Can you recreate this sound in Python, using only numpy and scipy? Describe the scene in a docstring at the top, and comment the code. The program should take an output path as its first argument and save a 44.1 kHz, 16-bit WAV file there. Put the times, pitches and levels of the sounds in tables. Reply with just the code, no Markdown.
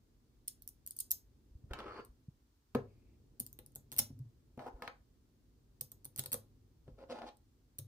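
"""Small magnetic steel balls click into place on a hand-held stack. A forearm bumps the table, a disc
of balls is dragged off it in stick-slip jerks, and the stack is set down with a knock. A faint,
breathy hiss follows, then the disc is pressed home in chains of snaps that drive the table's modes.
A second disc is dragged and snapped on, then a third is dragged, and a few last clicks follow.
Throughout, a small quiet room answers over a low rumble."""
import sys
import numpy as np
from scipy import signal
from scipy.fft import rfft, irfft, next_fast_len
from scipy.io import wavfile

SR = 44100
rng = np.random.default_rng(int(sys.argv[2]) if len(sys.argv) > 2 else 0)


def put_to_file(sound):
    """Save the sound as 16-bit audio at rate SR, in the file named by the first command-line argument."""
    columns = np.atleast_2d(sound).T  # one column per channel
    safe = np.clip(columns, -1, 1)
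    whole_steps = np.round(safe * 32767)
    wavfile.write(sys.argv[1], SR, whole_steps.astype(np.int16))


N = 347067

# Balls jumping to their seats. Each row: start in seconds, relative level in dB, treble tilt.
SEATINGS = [(0.4777, -38, -7), (0.4808, -28.5, -6), (0.4832, -37, 0), (0.622, -46.5, -3), (0.6766, -36, 14),
            (0.69, -43.5, -6), (0.8637, -38, 24), (0.8748, -34.5, -4), (0.9086, -35.5, -8),
            (0.921, -54, -7), (0.9651, -45, -4), (0.9682, -42.5, -10), (0.987, -50, 1),
            (0.9891, -31.5, -11), (1.0018, -32, 4), (1.0045, -28, -15), (1.0072, -34, 2), (1.1054, -45, 19),
            (1.1089, -26, 8), (1.1155, -18, 21), (2.0497, -51.5, -20), (2.7518, -47, 7.5),
            (3.3974, -38.5, 6.5), (3.4009, -26, 11), (3.4127, -55, 8), (3.4649, -40, -3), (3.529, -45, 3),
            (3.5895, -43, 5), (3.6625, -47, 3), (3.72, -66, 0), (3.7519, -50.5, 3.5), (3.7581, -35.5, 0),
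            (3.918, -41, -1), (3.9255, -39, -2.5), (3.9321, -42.5, 6), (3.9418, -47, 13),
            (3.965, -37.5, 18), (3.975, -39, 14), (3.9765, -45, 6), (3.9841, -25, 13), (3.9885, -19, 2),
            (3.9899, -21, 5), (3.9921, -17.5, -3), (4.191, -60, -14), (5.8101, -33, 6.5), (5.8121, -29, 15),
            (5.9177, -41, 4), (5.921, -51, 1), (6.0465, -43.5, 1), (6.0532, -36, 14), (6.1616, -38.5, -3),
            (6.1775, -38, 4), (6.1853, -34.5, -1), (6.19, -36.5, 18), (6.1935, -26, 4), (6.1957, -34, 10),
            (6.2382, -41, 1), (6.2596, -36, 16), (6.2615, -37.5, 2), (6.3186, -35, 6), (6.3242, -37, 4),
            (6.329, -27, 0), (6.3316, -26, 6), (6.3331, -31.5, 16), (6.342, -27.5, 15), (7.37, -62, -5),
            (7.7853, -37.5, 6.5), (7.7888, -34, -6)]
# Modes of the table top. Each row: frequency in Hz, relative level in dB, 60 dB decay time in seconds.
TABLE_MODES = [(103.6, -0.5, 0.8), (134.5, 7.5, 0.2), (219, 0, 0.17), (243.6, 9.5, 0.066),
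               (311, -11.5, 0.15), (387, 0.5, 0.09), (494.5, 6, 0.08), (541, -3, 0.14), (594, -10, .08),
               (694, -2.5, 0.08), (826, -0.5, 0.12), (1041, -6, 0.1), (1280, -2, 0.063), (1421, 2, .04),
               (1726, -8, 0.073)]
# The frequencies in Hz at which the strength of a blow is given.
BLOW_BANDS_HZ = [120, 240, 480, 1100]


def snap(db, tilt, stack_db, neighbours=3, rattle_s=0.00039, contact_s=.00055, hand_s=0.0026):
    """Impact noise: a ball jumps to its seat and pulls its neighbours into hard, barely ringing contacts."""
    # Spectra of the steel tick and of the whole stack. Each row: frequency in Hz, relative level in dB.
    steel_spectrum = [(500, -40.5), (2200, -31.5), (3100, -19), (4400, -11.5), (5900, -8.5), (7700, -3.5),
                      (9300, 1), (11000, 3.5), (13000, 3.5), (15400, -4), (16500, -16.5)]
    stack_spectrum = [(150, -22), (500, -8.5), (1200, -7), (2600, -3.5), (4000, 5.5), (7000, -17.5)]
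    t = np.arange(SR // 50) / SR
    starts = np.append(0, rng.uniform(0, rattle_s, neighbours))
    sizes = amp(np.append(0, rng.normal(-4, 3, neighbours)))
    age = t - starts[:, None]
    power = (sizes[:, None] ** 2 * (age >= 0) * np.exp(-2 * np.abs(age) / contact_s)).sum(0)
    scattered = amp(-13) * np.exp(-t / hand_s)  # by the cupped hands and the table
    envelope = np.hypot(np.sqrt(power), scattered)
    steel = struck(envelope * rng.standard_normal(len(t)), steel_spectrum, tilt)
    stack = struck(envelope * rng.standard_normal(len(t)), stack_spectrum)
    return amp(db) * (steel + amp(stack_db) * stack)


def pressed(s, loose, firm):
    """Linear interpolation between loose and firm contact, by the thumb's pressure at time s."""
    # Each row: time in seconds, pressure from 0 to 1.
    thumb_pressure = [(0.48, 0.53), (0.68, 0.2), (0.87, 0.3), (0.97, 0.2), (1.11, 0.25), (3.40, 0.47),
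                      (3.53, 0), (3.59, 0.98), (3.66, 0.45), (3.92, 0.94), (3.99, 0.72), (5.81, 0.51),
                      (6.16, 0.58), (6.195, 0.94), (6.25, 1), (6.32, 0.83), (6.345, 0.67), (7.79, 0.62)]
    return loose + (firm - loose) * np.interp(s, *np.transpose(thumb_pressure))


def snaps():
    """Mechanical coupling: the firmer the thumb presses, the more of the stack sounds in each click."""
    track = np.zeros(N)
    for s, db, tilt in SEATINGS:
        add(track, s, snap(db, tilt, stack_db=pressed(s, -40, -9)))
    return track


def stack_ring(lock_s=3.992, ring_db=-33, t60_s=0.046):
    """Free decay: the hardest snap locks a whole layer and leaves the stack ringing briefly."""
    track, t = np.zeros(N), np.arange(SR // 5) / SR
    ring = narrow(rng.standard_normal(len(t)), centre_hz=5550, half_width_hz=430)
    add(track, lock_s, amp(ring_db - 60 * t / t60_s) * ring)
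    return track


def blow(push_db, rise_s=0.00056, ring_db=-2, thud_s=0.0016, clack_s=0.0014, firm=0.44):
    """Modal excitation: a blow thuds and rings the table; a harder one starts faster and clacks more."""
    # Each row: frequency in Hz, relative level in dB.
    clack_spectrum = [(300, -10.5), (900, 4), (1800, -0.5), (3800, -2), (6000, -18), (12000, -30.5)]
    t = np.arange(SR // 2) / SR
    hz, mode_db, t60 = np.transpose(TABLE_MODES)[:, :, None]
    burst = lambda life_s: rng.standard_normal(len(t)) * np.exp(-t / life_s)
    hardness = amp(.5 * (push_db[-1] - max(push_db)))  # a finger pad hardly clacks
    force_db = along(list(zip(BLOW_BANDS_HZ, push_db)), hz) + rng.normal(0, 1.55, hz.shape)
    modes = amp(ring_db + mode_db + force_db - 60 * t / t60) * np.sin(2 * np.pi * hz * t)
    sound = modes.sum(0) * (1 - np.exp(-t * hardness / rise_s))
    density_db = push_db - 10 * np.log10(BLOW_BANDS_HZ)
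    thud_spectrum = [(50, density_db[0] - 26), *zip(BLOW_BANDS_HZ, density_db),
                     (4000, density_db[-1] - 35)]
    thud = struck(burst(thud_s) * t, thud_spectrum)  # swells, then dies
    thud *= signal.windows.tukey(len(thud), .1)
    add(sound, 0, amp(max(push_db) + 10) * min(1, hardness / firm) * thud)
    add(sound, 0, amp(push_db[-1] + 10) * hardness * struck(burst(clack_s), clack_spectrum))
    return sound


def knocks(below_db_per_oct=8.5, above_db_per_oct=11):
    """Impact: discs, stack and fingers strike the table with a peaked force spectrum; steel also ticks."""
    # Each row: start in seconds, relative level in dB, strongest frequency in Hz, tick level in dB.
    impacts = [(1.71, -49, 480, -71), (1.7345, -41.5, 1670, -65), (1.79, -54, 1290, -60),
               (1.803, -52.5, 1105, -74), (1.99, -58.5, 340, -70), (2.749, -45, 1107, -54),
               (2.7508, -28.5, 386, -52), (3.403, -56, 260, -87), (3.589, -57.5, 267, -90),
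               (3.995, -42.5, 195, -70.5), (4.103, -47, 134, -100), (4.576, -46, 325, -65),
               (4.593, -53.5, 755, -76.5), (4.669, -70, 850, -75.5), (4.822, -46.5, 980, -54.5),
               (4.8771, -45, 1206, -64), (6.196, -62, 500, -81), (6.343, -47.5, 650, -73),
               (6.879, -48, 320, -79.5), (7.219, -58, 1200, -79), (7.789, -49.5, 109.6, -93)]
    track = np.zeros(N)
    for s, db, hz, tick_db in impacts:
        octaves = np.log2(np.array(BLOW_BANDS_HZ) / hz)
        fall_db = np.maximum(above_db_per_oct * octaves, -below_db_per_oct * octaves)
        add(track, s, blow(db - fall_db))
        add(track, s, snap(tick_db, tilt=-8, stack_db=1))
    return track


def recoil(set_down_s=2.749, delay_s=0.0017):
    """Reaction force: once the stack stands, each click pushes the table, harder under the thumb."""
    track, octaves = np.zeros(N), np.log2(np.array(BLOW_BANDS_HZ) / BLOW_BANDS_HZ[0])
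    for s, db, _ in SEATINGS:
        if s > set_down_s:
            level_db = -47 + 0.55 * db + pressed(s, 0, 3.5)
            fall_db_per_oct = pressed(s, 9, 1)
            add(track, s + delay_s, blow(level_db - octaves * fall_db_per_oct))
    return track


def bumps():
    """Soft impact: forearm and hand give the table a low push that swells and soon dies away."""
    # Each row: start in seconds, envelope peak in dB, frequency in Hz, cycles up to the peak.
    pushes = [(1.509, -50.5, 55.2, 0.57), (1.551, -42.5, 62, 0.44), (1.639, -43.5, 90.5, .5),
              (1.708, -36.5, 51.4, 0.38), (2.087, -50.5, 51.6, 0.78), (2.283, -39, 128.7, 0.54),
              (2.7508, -29.5, 245, 1.5), (4.101, -44.5, 248, 1.42), (4.136, -49.5, 107.5, 2.9),
              (4.165, -58, 263.6, 5.8), (4.194, -39.5, 128.8, 2.37), (4.25, -48, 118, 2.1),
              (4.738, -44.5, 47, 0.51), (6.179, -47.5, 129, 2.5), (6.909, -49.5, 48, 0.88)]
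    track, t = np.zeros(N), np.arange(SR // 5) / SR
    for s, db, hz, cycles in pushes:
        age = t * hz / cycles  # 1 at the peak
        envelope = age ** 2 * np.exp(2 * (1 - age))
        add(track, s, amp(db) * envelope * np.sin(2 * np.pi * hz * t))
    return track


def table_response(f, resonance_db=4):
    """Modal superposition: the table's response is a direct path plus one resonance for each mode."""
    modes = sum(1 / (1 + 1j * (f - hz) * t60 * 2 * np.pi / np.log(1000)) for hz, _, t60 in TABLE_MODES)
    return 1 + amp(resonance_db) * modes


def drags(slips_per_s=800, scatter_db=2.5, chatter_db=5, half_width_hz=70):
    """Stick-slip friction: a dragged disc's jerks tick and stir the table; each pull has its own pitch."""
    # One list for each disc. Each row: start and length in seconds, relative rumble level and its
    # change over the pull in dB, relative grit level in dB, chatter frequency in Hz.
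    pulls = [
        [(1.71, 0.0035, -55.5, 5, -70, 1390), (1.74, 0.1, -54, -8.5, -70, 2330),
         (1.788, 0.012, -46, -5, -57, 1250), (1.82, 0.058, -50, -3.5, -67.5, 454),
         (1.865, 0.061, -49, -2, -68, 1240), (1.93, 0.075, -54, 2, -67.5, 1060),
         (1.987, 0.0057, -50, 3.5, -74, 1050)],
        [(4.595, 0.089, -48.5, -9.5, -72.5, 622), (4.668, 0.016, -44, -1.5, -72, 830),
         (4.71, 0.11, -72, 11, -89.5, 440), (4.83, .035, -51, -4.5, -62.5, 700)],
        [(6.874, 0.025, -67.5, -18.5, -81, 447), (6.985, 0.052, -58.5, 6, -72.5, 520),
         (7.103, 0.022, -41, -5, -53.5, 530), (7.145, 0.051, -50, 0, -62, 820),
         (7.218, 0.041, -45.5, -8, -68.5, 725), (7.268, 0.021, -50, -7, -57.5, 867)],
    ]
    # Spectra of each disc's rumble and of the grit. Each row: frequency in Hz, relative level in dB.
    rumble_spectra = [
        [(110, -6.5), (200, -14.5), (380, -1), (750, -10.5), (1200, -5), (1800, -12.5), (3000, -19.5),
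         (4500, -67)],
        [(120, -64.5), (250, -10), (600, -15), (860, -6.5), (1150, -18.5), (1750, -24.5), (3500, -43.5)],
        [(120, -27.5), (250, -5.5), (450, -4.5), (830, -6.5), (1100, -10.5), (3000, -34), (4500, -52.5)],
    ]
    grit_spectrum = [(1200, -1), (2500, 10), (4500, 9.5), (6500, -2), (10000, -9), (15000, -21)]
    track, t = np.zeros(N), np.arange(-SR // 25, SR // 4) / SR
    for disc_pulls, spectrum in zip(pulls, rumble_spectra):
        for s, length_s, rumble_db, change_db, grit_db, hz in disc_pulls:
            slips = (rng.random(len(t)) < slips_per_s / SR) * amp(rng.normal(0, scatter_db, len(t)))
            friction = unit(slips * rng.choice([-1, 1], len(t))) + 0.49 * rng.standard_normal(len(t))
            chatter = lambda f: 1 + amp(chatter_db) / (1 + 1j * (f - hz) / half_width_hz)
            rumble = coloured(filtered(friction, lambda f: table_response(f) * chatter(f)), spectrum)
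            grit = coloured(friction, grit_spectrum)
            for db, drift_db, sound in ((rumble_db - 1, change_db, rumble), (grit_db - 4, 0, grit)):
                gain = stroke(t, length_s, drift_db)
                add(track, s + t[0], amp(db) * np.sqrt(np.mean(gain ** 2)) * unit(gain * sound))
    return track


def squeals_and_hiss():
    """Narrow-band noise: steel sings thinly on the table; later comes a faint, breathy two-band hiss."""
    # Each row: start and length in seconds, level and its change in dB, centre and half-width in Hz.
    noise_bands = [(1.891, 0.074, -74, 3, 4440, 260), (1.972, 0.064, -67.5, -11, 4570, 220),
                   (2.877, 0.281, -88, -1.5, 2390, 416), (2.888, .24, -95, -5, 4536, 590)]
    track, t = np.zeros(N), np.arange(-SR // 20, SR // 2) / SR
    for s, length_s, db, change_db, hz, half_width_hz in noise_bands:
        band = narrow(rng.standard_normal(len(t)), hz, half_width_hz)
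        add(track, s + t[0], amp(db) * stroke(t, length_s, change_db) * band)
    return track


def nearby(count=8, latest_s=.011, echo_db=-24):
    """Comb filtering: table, hands and microphone housing throw back a few weak early copies."""
    delay = rng.uniform(0.00092, latest_s, (2, count, 1))
    gain = amp(echo_db) * rng.choice([-1, 1], delay.shape)
    return (gain * np.sinc(np.arange(SR // 40) - delay * SR)).sum(1)


def walls(build_s=0.0006):
    """Reverberation: the walls answer with a short tail that dies sooner in the treble."""
    # Each row: frequency in Hz, 60 dB decay time in seconds.
    decay_times = [(100, 0.42), (400, 0.25), (1500, 0.23), (6000, 0.19), (15000, 0.16)]
    # Each row: frequency in Hz, relative level of the tail in dB.
    tail_spectrum = [(100, -15), (400, -3.5), (1500, -6.5), (3600, -14.5), (6000, -11.5), (12000, -11)]
    hz, t, noise = signal.stft(rng.standard_normal((2, SR // 3)), SR, nperseg=256)
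    t60 = along(decay_times, hz)[:, None]
    decay = amp(along(tail_spectrum, hz)[:, None] - 60 * t / t60)
    energy_scale = np.sqrt(2 * np.log(1000) / (t60 * SR))
    tail = signal.istft(noise * decay * energy_scale, SR, nperseg=256)[1]
    return tail * (1 - np.exp(-np.arange(tail.shape[1]) / SR / build_s))


def room(x):
    """Convolution with echoes that are redrawn four times a second, so the tails vary in colour."""
    wet, step = np.zeros((2, N)), SR // 4
    for start in range(0, N, step):
        for paths in (nearby(), walls()):
            for track, path in zip(wet, paths):
                add(track, start / SR, signal.fftconvolve(x[start:start + step], path))
    return diffuse(wet)


def background(hiss_db=-82.5):
    """Noise floor: diffuse room rumble swells while the arms work, under each microphone's own hiss."""
    # Each row: time in seconds, relative rumble level in dB.
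    swells = [(0.0, -70), (1.532, -68), (1.691, -61.5), (2.67, -77.5), (2.85, -64.5), (4.25, -67),
              (5.24, -69.5), (6.36, -66.5), (7.87, -71.5)]
    # Each row of both spectra: frequency in Hz, relative level in dB.
    rumble_spectrum = [(12, -47), (20, -23), (43, 5), (86, -2), (125, -3), (179, -14), (232, -7),
                       (401, -16.5), (437, -17.5), (584, -28), (1200, -42.5), (1560, -78), (2640, -120)]
    hiss_spectrum = [(300, -1), (1000, 2), (2500, -4.5), (4600, -2), (6000, -3.5), (8500, -6.5),
                     (12000, -10.5), (15200, -3.5), (15900, -24.5)]
    gain = amp(1 + np.interp(np.arange(N) / SR, *np.transpose(swells)))
    rumble = gain * coloured(rng.standard_normal((2, N)), rumble_spectrum)
    return diffuse(rumble) + amp(hiss_db) * coloured(rng.standard_normal((2, N)), hiss_spectrum)


def diffuse(pair):
    """Diffuse field: two unrelated signals, as mid and side, give partly coherent left and right."""
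    # Each row: frequency in Hz, side against mid in dB.
    width = [(100, -14.5), (300, -9), (1000, -1), (2400, 4), (6500, 7.5), (10000, -17.5)]
    side = filtered(pair[1], lambda hz: amp(along(width, hz)))
    return np.array([pair[0] + side, pair[0] - side])


def stroke(t, length_s, change_db, attack_s=0.0054, release_s=0.0083):
    """Exponential envelope: a sound sets in, drifts in level from t = 0, and stops."""
    outside = np.maximum(-t, 0) / attack_s + np.maximum(t - length_s, 0) / release_s
    return np.exp(-outside) * amp(change_db * np.clip(t / length_s, 0, 1))


def struck(x, spectrum, tilt=0, size=2048):
    """Minimum-phase filtering of a burst, scaled to the energy of one millisecond at rms 1."""
    hz = np.fft.rfftfreq(size, 1 / SR)
    db = along(spectrum, hz) + tilt * along([(9000, 0.00089), (14000, 0.3)], hz)
    cepstrum = irfft(np.log(amp(db)))
    cepstrum[1:size // 2] *= 2  # folding the cepstrum makes the filter causal
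    cepstrum[size // 2 + 1:] = 0
    burst = irfft(rfft(x, size) * np.exp(rfft(cepstrum)))
    return burst / np.linalg.norm(burst) * np.sqrt(SR / 1000)


def narrow(x, centre_hz, half_width_hz):
    """x through one narrow resonance, at rms 1."""
    return unit(filtered(x, lambda hz: 1 / (1 + ((hz - centre_hz) / half_width_hz) ** 2)))


def coloured(x, spectrum):
    """Spectral shaping of x, at rms 1."""
    return unit(filtered(x, lambda hz: amp(along(spectrum, hz))))


def filtered(x, response):
    """Linear filtering: the spectrum of x times a complex response."""
    size = next_fast_len(x.shape[-1] + 8192)
    return irfft(rfft(x, size) * response(np.fft.rfftfreq(size, 1 / SR)), size)[..., :x.shape[-1]]


def along(points, hz):
    """Interpolation of (Hz, value) points on a log axis."""
    f, values = np.transpose(points)
    return np.interp(np.log(hz + 1), np.log(f + 1), values)


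def amp(db):
    """Decibels to gain."""
    return 10 ** (np.asarray(db) / 20)


def unit(x):
    """x at rms 1."""
    return x / np.sqrt(np.mean(x ** 2) + 1e-20)


def add(track, s, sound):
    """Superpose a sound on the track at time s."""
    part = track[max(0, round(s * SR)):][:len(sound)]
    part += sound[:len(part)]


def scene(table_pan_db=0.7):
    """Superposition: direct sound of balls and table, their reflections and the noise floor."""
    balls = snaps() + stack_ring()
    table = knocks() + recoil() + drags() + squeals_and_hiss()
    direct = balls + table * amp([[table_pan_db], [-table_pan_db]]) + bumps()
    return direct + room(balls + table) + background()


def record(dry, lag_s=.00022, top_hz=16450):
    """Interchannel delay: the left treble lags the right by about 0.2 ms; a low-pass limits the band."""
    lag_share = [(200, .15), (2400, .25), (6200, 1)]  # Each row: frequency in Hz, share of the lag.
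    delay = lambda hz: np.exp(1j * np.pi * hz * lag_s * along(lag_share, hz) * np.array([[-1], [1]]))
    return filtered(dry, lambda hz: delay(hz) / (1 + (hz / top_hz) ** 120))


dry = scene()
out = record(dry)
put_to_file(out)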